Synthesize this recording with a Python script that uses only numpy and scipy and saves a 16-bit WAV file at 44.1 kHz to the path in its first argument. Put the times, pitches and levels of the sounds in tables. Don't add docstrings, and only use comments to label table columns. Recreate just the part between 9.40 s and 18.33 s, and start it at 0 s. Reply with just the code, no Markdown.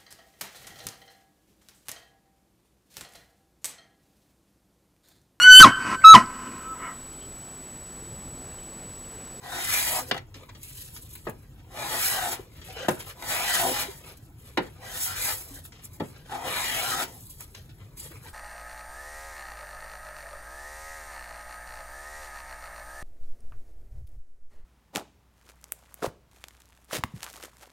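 import sys
import numpy as np
from scipy import signal
from scipy.fft import rfft, irfft, next_fast_len
from scipy.io import wavfile

SR = 44100
rng = np.random.default_rng(int(sys.argv[2]) if len(sys.argv) > 2 else 0)


def unload_audio(sound):
    columns = np.transpose(np.atleast_2d(sound))
    steps = np.round(np.clip(columns, -1, 1) * 32767)
    wavfile.write(sys.argv[1], SR, steps.astype(np.int16))


N = 393813
EDGES_HZ = 20 * 2 ** np.arange(0, 9.9, 1 / 3)


def from_db(db):
    return 10 ** (np.asarray(db) / 20)


def rms_one(x):
    return x / np.sqrt(np.mean(x ** 2) + 1e-20)


def at_hz(points, hz):
    table = np.array(points)
    return np.interp(np.log(np.maximum(hz, 1)), np.log(table[:, 0]), table[:, 1])


def bandpass(low_hz, high_hz):
    return signal.butter(2, [low_hz, high_hz], "band", fs=SR, output="sos")


def random_signs():
    return rng.choice([-1, 1], N)


def controls(tables):
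    t, gate, out = np.arange(N) / SR, 0, 0
    for rows in tables:
        s, *columns = np.transpose(rows)
        fade = np.clip(np.minimum(t - s[0], s[-1] - t) / .006 + .5, 0, 1)
        gate = gate + fade
        out = out + fade * np.array([np.interp(t, s, c) for c in columns])
    return gate, out / np.maximum(gate, 1e-9)


def drift(rate_hz):
    r = np.exp(-80 * np.pi * rate_hz / SR)
    noise = rng.standard_normal(N // 40 + 2002)
    slow = signal.lfilter([1], [1, -2 * r, r * r], noise)[2000:]
    return np.interp(np.arange(N) / 40, np.arange(len(slow)), rms_one(slow))


def grains(per_s, spread_db, clump_db):
    sizes = from_db(spread_db * np.minimum(rng.exponential(1, N), 5)) * random_signs()
    born = rng.random(N) < per_s * from_db(clump_db * drift(40)) / SR
    return rms_one(sizes * born)


def colour(x, spectrum, patchy_db, tilt_db=0):
    out, plain = 0, 0
    top_hz = max(spectrum, key=lambda point: point[1])[0]
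    for k, (low, high) in enumerate(zip(EDGES_HZ, EDGES_HZ[1:])):
        hz = np.sqrt(low * high)
        if spectrum[0][0] < hz < spectrum[-1][0] * 1.1:
            band = (-1) ** k * signal.sosfilt(bandpass(low, high), x)
            band = band * from_db(at_hz(spectrum, hz) + patchy_db * drift(17))
            plain = plain + band
            out = out + band * from_db(tilt_db * np.clip(np.log2(hz / top_hz), -1, 1))
    return out / np.std(plain)


def ring(force, hz, t60):
    r, w = from_db(-60 / (max(t60, .005) * SR)), 2 * np.pi * hz / SR
    return signal.lfilter([0, np.sin(w)], [1, -2 * r * np.cos(w), r * r], force + 1e-18)


def rubbed(modes, force, damping, wander_db):
    out = 0
    for k, (hz, db, t60) in enumerate(modes):
        level = from_db(db + wander_db * drift(3.95))
        out = out + (-1) ** k * level * ring(force, hz, t60 * damping)
    return rms_one(out)


def burst(t60, length):
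    return rng.standard_normal(length) * from_db(-60 * np.arange(length) / SR / max(t60, .004))


# pitch_hz, relative level_db (per Hz)
RUMBLE = [(22, -26), (36, 3), (60, 1.5), (95, 6), (135, 3), (200, -11.5), (300, -9.5), (600, -23.5),
          (1000, -24.5), (3600, -34), (8000, -37), (16000, -32)]


def rumble():
    return from_db(-48.5) * colour(rng.standard_normal(N), RUMBLE, patchy_db=3.0)


# peak_s, rise_s, fall_s (20 dB each),
# peak levels rustle_db (shavings), rub_db (sole and sleeves), creak_db (bench)
HANDLING = [(.76, 0.065, 0.03, -50, -50, -43), (.945, 0.0043, 0.14, -59, -51, -56),
            (1.035, 0.13, 0.025, -63, -57, -49.5), (1.093, .01, 0.04, -82, -52, -51.5),
            (1.153, .005, 0.056, -66, -56, -57), (1.234, .03, 0.75, -47, -54, -73),
            (1.41, 0.23, 0.15, -40, -53, -73), (1.555, 0.028, .06, -40, -59, -53.5),
            (1.625, .01, 0.27, -47.5, -67, -70), (1.73, .1, 0.12, -46.5, -59.5, -68),
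            (1.86, 0.045, 0.042, -54, -60, -57), (2.03, .02, 0.043, -57, -71, -60),
            (2.2, 0.066, 0.056, -66, -63, -66), (3.17, 0.038, 0.18, -60.5, -59, -60),
            (3.31, 0.24, 0.15, -49, -46, -48), (3.365, 0.046, 0.3, -48, -42, -40),
            (3.51, 0.036, 0.095, -39.5, -51, -42), (3.601, 0.027, 0.083, -38, -47, -42.5),
            (3.694, 0.079, .05, -41, -46, -46), (3.8, 0.027, .03, -59, -47, -57),
            (4.692, 0.14, 0.092, -48.5, -48.5, -47), (4.772, .005, 0.026, -55, -76, -71),
            (4.83, .03, .15, -59, -80, -73), (4.985, .01, 0.21, -55, -76, -82),
            (5.08, 0.072, 0.095, -51, -55, -54.5), (5.23, 0.06, 0.23, -55, -52.5, -49),
            (6.17, 0.28, 0.07, -41.5, -57, -49.5), (6.26, 0.092, 0.06, -47.5, -67, -74),
            (6.33, 0.011, 0.25, -64, -54, -57), (6.45, 0.035, 0.032, -40.5, -62, -56),
            (6.54, 0.044, 0.11, -51.5, -72, -63), (6.65, 0.048, 0.071, -58, -57, -62),
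            (6.7, 0.1, 0.15, -54, -66, -57), (6.77, 0.14, 0.087, -68, -55, -55),
            (6.86, 0.027, 0.041, -61, -59, -58), (7.8, 0.18, 0.52, -49, -81, -76),
            (7.905, 0.029, 0.082, -42.5, -78, -70), (8.006, 0.036, 0.089, -43, -58, -52),
            (8.149, 0.0083, 0.094, -55, -47.5, -51), (8.295, .01, 0.093, -65, -59, -60),
            (8.385, .01, 0.23, -65, -62.5, -58.5), (8.575, .006, .05, -45, -56, -64),
            (8.6, 0.028, 0.18, -39.5, -49.5, -61), (8.665, 0.099, 0.023, -44, -64, -48.5),
            (8.72, 0.051, 0.24, -58, -62, -52.5), (8.862, 0.071, 0.092, -46, -54, -46.5)]


def moves():
    power = np.zeros((3, N))
    for s, rise_s, fall_s, *levels_db in HANDLING:
        first = max(round((s - 3 * rise_s) * SR), 0)
        last = min(round((s + 3 * fall_s) * SR), N)
        t = np.arange(first, last) / SR - s
        shape_db = -20 * np.maximum(-t / max(rise_s, 1e-3), t / max(fall_s, 1e-3))
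        power[:, first:last] += from_db(2 * (np.array(levels_db)[:, None] + shape_db))
    return np.sqrt(power)


# pitch_hz, relative level_db (per Hz)
RUSTLE = [(1500, -63), (3000, -3), (5500, -6.5), (8000, -1), (11000, 11), (13000, -20), (16000, 11)]
RUB = [(500, -20.5), (1200, -8.5), (2000, -4.5), (3000, 2), (4500, -4), (7000, -9.5), (12000, -27)]
CREAK = [(120, -25), (260, -7), (400, 11), (800, 4), (1300, 4.5), (2500, 2)]


def handling():
    rustle, rub, creak = moves()
    crisp = grains(per_s=13000, spread_db=3.5, clump_db=5.0)
    smooth = grains(per_s=10000, spread_db=4.0, clump_db=5.5)
    out = rustle * colour(crisp, RUSTLE, patchy_db=1.8)
    out += rub * colour(smooth, RUB, patchy_db=1.5)
    return out + creak * colour(smooth * random_signs(), CREAK, patchy_db=3.5)


# start_s, middle_db, treble_db
CRACKS = [(0.0334, -40, -60), (0.778, -35, -55), (0.9426, -34.5, -72), (1.0887, -67, -65),
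          (1.1493, -41, -70), (1.2308, -45, -31.5), (1.477, -45, -62), (1.537, -50, -50),
          (1.5634, -31.5, -60), (1.6227, -54, -50), (1.753, -32.5, -31.5), (1.8952, -35, -32),
          (3.604, -30.5, -48), (3.6994, -32.5, -44), (4.7724, -56, -45), (4.9841, -55, -55),
          (6.2518, -36.5, -36), (6.3212, -37, -65), (6.5335, -53, -41), (7.635, -26.5, -25.5),
          (7.8056, -63, -40), (7.9009, -62, -41), (8.0064, -41, -30.5), (8.1478, -32, -62),
          (8.2924, -46, -72), (8.571, -44, -43), (8.883, -39, -60)]


def cracks():
    out, length = np.zeros(N + SR), SR // 4
    middle = bandpass(1200, 6000)
    treble = signal.butter(2, 6000, "high", fs=SR, output="sos")
    for s, middle_db, treble_db in CRACKS:
        noise = burst(.048, length)
        sound = from_db(middle_db) * signal.sosfilt(middle, noise)
        sound += from_db(treble_db) * signal.sosfilt(treble, noise)
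        out[round(s * SR):][:length] += sound
    return out[:N]


# start_s, level_db (before the decay), pitch_hz, t60_s
CLUNKS = [(0.959, -40.5, 272, 0.13), (1.018, -40.5, 495, 0.085), (2.992, -26, 380, 0.057),
          (3.285, -38, 754, 0.12), (3.363, -32, 465, 0.085), (3.402, -31.5, 508, 0.12),
          (3.429, -31, 512, 0.092), (4.482, -29, 390, 0.1), (6.107, -38, 275, 0.19),
          (8.707, -39.5, 332, 0.072), (8.854, -36, 894, 0.063)]


def clunks():
    out, t = np.zeros(N + SR), np.arange(SR // 5) / SR
    for s, db, hz, t60 in CLUNKS:
        swell = np.minimum(t / 0.0054, 1)
        decay = from_db(db - 60 * t / max(t60, .01))
        out[round(s * SR):][:len(t)] += decay * swell * np.sin(2 * np.pi * hz * t)
    return out[:N]


# time_s, level_db
DRAG = [(3.3, -60), (3.372, -36), (3.398, -48), (3.408, -40), (3.432, -62), (3.47, -55)]
# pitch_hz, relative level_db, t60_s (before damping)
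SQUEAK = [(1430, -6, 0.027), (2900, -9, 0.026), (3043, -2.5, 0.05), (2920, -4.5, .04)]


def drag():
    gate, (level_db,) = controls([DRAG])
    slips = grains(per_s=6200, spread_db=2.0, clump_db=0.0)
    return gate * from_db(level_db) * rubbed(SQUEAK, slips, damping=0.8, wander_db=4.5)


# time_s, level_db, pitch_hz
CATCH = [
    [(5.66, -48, 1383), (5.68, -34, 1390), (5.75, -49, 1570), (5.77, -36, 1577), (5.8, -50, 1540)],
    [(5.86, -35, 1650), (5.902, -48, 1370), (5.93, -49, 1260)],
    [(7.44, -36, 1398), (7.486, -40, 1387), (7.536, -29, 1260), (7.572, -46, 1360), (7.62, -31, 1330)],
]


def catch():
    gate, (db, hz) = controls(CATCH)
    phase = 2 * np.pi * np.cumsum(hz) / SR
    return gate * from_db(db) * (drift(75) * np.sin(phase) + drift(89) * np.cos(phase))


# start_s, iron_db, board_db, crack_db, thud_db
KNOCKS = [(0.7112, -11, -23.5, -21, -15.5), (0.743, -29, -32, -29, -45), (0.7645, -32, -36, -35, -45.5),
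          (0.7759, -30, -57, -29, -46), (1.868, -40, -24, -36, -16), (1.8848, -62, -37, -35, -15),
          (3.4448, -34, -36, -39, -24), (3.483, -19.5, -16.5, -13, -4), (3.4895, -46, -25.5, -13.5, -10),
          (3.5039, -49, -50, -31, -18), (3.8228, -30, -38, -26, -43.5), (5.1727, -15.5, -20, -26, -30),
          (5.1797, -28, -20.5, -28, -4.5), (6.5987, -35, -38, -37, -18), (6.6033, -40, -31, -36, -7.5),
          (6.8943, -43, -41, -38, -37)]
# pitch_hz, relative level_db,
# t60_s (undamped)
BOARD = [(173, -20, 0.05), (229, -22.5, 0.11), (257.3, -13.5, 0.2), (364.5, -9.5, 0.14), (390, -8.5, 0.048),
         (515, -7.5, 0.13), (639, -6.5, 0.023), (715, 2, 0.033), (847, -5, 0.073), (897, -8, 0.065),
         (1034, -4, 0.029), (1260, -14.5, 0.072)]
IRON = [(1457, 3.5, 0.015), (1789, -7, 0.034), (1800, 2, 0.019), (1985, 1, 0.025), (2414, -1, 0.013),
        (2860, -1.5, 0.012), (2875, -0.5, 0.025), (3355, -5, 0.023), (3744, -4, 0.023),
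        (4400, -1.5, 0.0084), (4480, -4, 0.013), (5000, -15, 0.011), (5660, -48, 0.0064)]


def knocks():
    out, length = np.zeros(N + SR), SR // 3
    bands = [bandpass(*edges) for edges in ([90, 433], [300, 1220], [1300, 3500], [4500, 14000])]
    click = np.arange(length) == 0
    landing = np.minimum(np.arange(length) / SR / 0.0028, 1)
    for s, iron_db, board_db, crack_db, thud_db in KNOCKS:
        noises = (thud_db, .16), (board_db + 13, .07), (iron_db + 7.5, .03), (crack_db, .015)
        sound = np.zeros(length)
        for band, (db, t60) in zip(bands, noises):
            sound += from_db(db) * signal.sosfilt(band, burst(t60, length))
        for modes, blow_db in (BOARD, board_db), (IRON, iron_db):
            for hz, db, t60 in modes:
                strength = from_db(blow_db + db - 2.5 + rng.normal(0, 4.0))
                sound += strength * rng.choice([-1, 1]) * ring(click, hz, t60)
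        out[round(s * SR):][:length] += sound * landing
    return out[:N]


# time_s, hiss_db, iron_db, board_high_db, board_low_db
STROKES = [
    [(0.0, -64, -67, -55, -65), (0.04, -51, -49, -45.5, -51), (0.168, -37, -39, -37, -45),
     (0.268, -31, -36.5, -49, -52), (0.32, -26.5, -33, -41, -55), (0.452, -27, -38, -45, -59),
     (0.472, -26.5, -34.5, -38.5, -69), (0.588, -30, -40, -31.5, -46), (0.658, -50.5, -60, -68, -52),
     (0.69, -42, -54, -61, -54), (0.705, -44, -52, -46, -46)],
    [(2.24, -79, -80, -79, -68), (2.382, -40, -39.5, -35.5, -45.5), (2.566, -31.5, -36.5, -36.5, -44),
     (2.65, -23.5, -35.5, -51, -68), (2.788, -33, -37.5, -27.5, -44), (2.796, -34, -38, -32.5, -53),
     (2.934, -30.5, -40, -38, -42), (2.976, -53, -53, -55, -55), (2.998, -53, -55, -49, -48),
     (3.044, -61, -68, -65, -74), (3.08, -81, -82, -71, -60)],
    [(3.75, -62, -67, -57, -61), (3.9, -29.5, -35.5, -38, -51), (4.034, -32, -35.5, -34, -50),
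     (4.146, -26, -31, -40, -57), (4.244, -29, -36.5, -26.5, -33.5), (4.324, -30.5, -36.5, -38, -33),
     (4.37, -30.5, -32, -35, -58), (4.428, -29, -37, -40.5, -44.5), (4.476, -48, -50, -52, -49),
     (4.59, -52, -66.5, -65, -79), (4.62, -53, -60, -60, -53)],
    [(5.37, -76, -77, -73, -64), (5.436, -50.5, -48.5, -44, -57), (5.574, -34, -43.5, -47, -53),
     (5.642, -26.5, -44, -51, -69), (5.678, -30.5, -41.5, -44, -60), (5.738, -40.5, -41.5, -53, -64),
     (5.84, -27, -38.5, -52, -52), (5.904, -26.5, -35.5, -38, -58), (5.944, -33.5, -51.5, -49, -49),
     (6.058, -48, -68, -74, -81), (6.08, -71, -80, -66, -58)],
    [(6.86, -67, -70, -72, -76), (6.924, -46, -43, -33.5, -42), (7.02, -48.5, -50, -36, -51),
     (7.06, -40, -38.5, -33.5, -38.5), (7.154, -35, -36, -40.5, -51), (7.446, -31, -35.5, -40.5, -50.5),
     (7.628, -33.5, -36, -35, -39), (7.666, -50.5, -55, -55, -48), (7.782, -53, -68, -57, -63),
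     (7.846, -67, -86, -84, -74), (7.86, -52, -79, -75, -76)],
]
# pitch_hz, relative level_db (per Hz)
HISS = [(200, -65), (500, -27), (1200, -27), (3000, -4.5), (5500, -1), (7500, -0.5), (10000, 9.5),
        (12500, -0.5), (16000, 4)]


def strokes():
    gate, (hiss_db, iron_db, board_high_db, board_low_db) = controls(STROKES)
    tear = grains(per_s=12000, spread_db=2.0, clump_db=2.5)
    tilt_db = np.clip(0.4 * (hiss_db - iron_db - 14.5), -6, 6)
    out = from_db(hiss_db) * colour(tear, HISS, patchy_db=1.2, tilt_db=tilt_db)
    bodies = ((iron_db, IRON[4:], 0.3), (iron_db, IRON[:4], 0.45),
              (board_high_db, BOARD[6:], 0.5), (board_low_db, BOARD[:6], 0.73))
    for level_db, modes, damping in bodies:
        push = tear * random_signs()
        out += from_db(level_db) * rubbed(modes, push, damping, wander_db=1.85)
    return gate * out


# pitch_hz, t60_s
SHOP_T60 = [(100, 0.46), (1000, 0.21), (8000, 0.12)]
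# pitch_hz, share (0 to 1)
SIDE_SHARE = [(60, .01), (200, .04), (500, .2), (1200, .45), (2400, .7), (3300, .5), (4600, .8),
              (6000, .55), (6800, .02), (8000, .12), (9300, .0), (10300, .15), (11400, 0), (12500, .2),
              (13600, 0), (14600, .2), (15600, 0)]


def echo_tails(places):
    t, tails = np.arange(SR // 3) / SR, 0
    for low, high in zip(EDGES_HZ[2::3], EDGES_HZ[5::3]):
        noise = signal.sosfilt(bandpass(low, high), rng.standard_normal((places, 2, len(t))))
        near = from_db(-60 * t / 0.036)
        late = from_db(-7 - 60 * t / at_hz(SHOP_T60, np.sqrt(low * high)))
        noise = noise * (near + late)
        energy = np.sum(noise ** 2, axis=2, keepdims=True)
        tails = tails + noise * np.sqrt(2 * (high - low) / SR / energy)
    return tails


def workshop(x):
    hop, places = 3000, 10
    tails = echo_tails(places)
    echoes, padded = np.zeros((2, N + SR)), np.pad(x, (hop, 2 * hop))
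    fade = np.sin(np.pi * np.arange(2 * hop) / hop / 2)
    for i in range(0, N + hop, hop):
        faded = (padded[i:i + 2 * hop] * fade)[None]
        piece = signal.fftconvolve(faded, tails[i // hop % places], axes=1)
        echoes[:, i:i + piece.shape[1]] += piece
    size = next_fast_len(N + 4096)
    share = np.clip(at_hz(SIDE_SHARE, np.arange(size // 2 + 1) * SR / size), 0, 1)
    alike = np.sqrt(1 - share) * rfft(x, size)
    differing = np.sqrt(share) * rfft(echoes[:, hop:hop + N], size)
    return irfft(alike + differing, size)[:, :N]


def scene():
    tool = handling() + cracks() + clunks() + drag() + catch() + knocks() + strokes()
    small = signal.butter(3, 110, "high", fs=SR, output="sos")
    return workshop(rumble() + signal.sosfilt(small, tool))


# pitch_hz, level_db
BALANCE = [(300, 0.5), (700, 2.5), (4000, 2.5), (6400, 0)]
# pitch_hz, phase_rad
RIGHT_PHASE = [(0, 0), (700, -.25), (1500, -.6), (2700, -2.1), (4000, -1.3), (4900, -3.1), (5500, -2.6),
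               (6500, -.2), (7300, .2), (9050, 3.1), (9500, 3.2), (11150, 6.2), (11700, 6.35),
               (13300, 9.38), (13950, 9.47), (15300, 12.5), (22050, 13)]


def record(dry):
    size = next_fast_len(N + 4096)
    hz = np.arange(size // 2 + 1) * SR / size
    tilt = from_db(at_hz(BALANCE, hz) / 2)
    turn = np.exp(1j * np.interp(hz, *np.transpose(RIGHT_PHASE)))
    sides = irfft(rfft(dry, size) * [tilt, turn / tilt], size)[:, :N]
    top_cut = signal.ellip(12, .5, 75, 15760, fs=SR, output="sos")
    return signal.sosfilt(top_cut, sides)


dry = scene()
out = record(dry)
unload_audio(out)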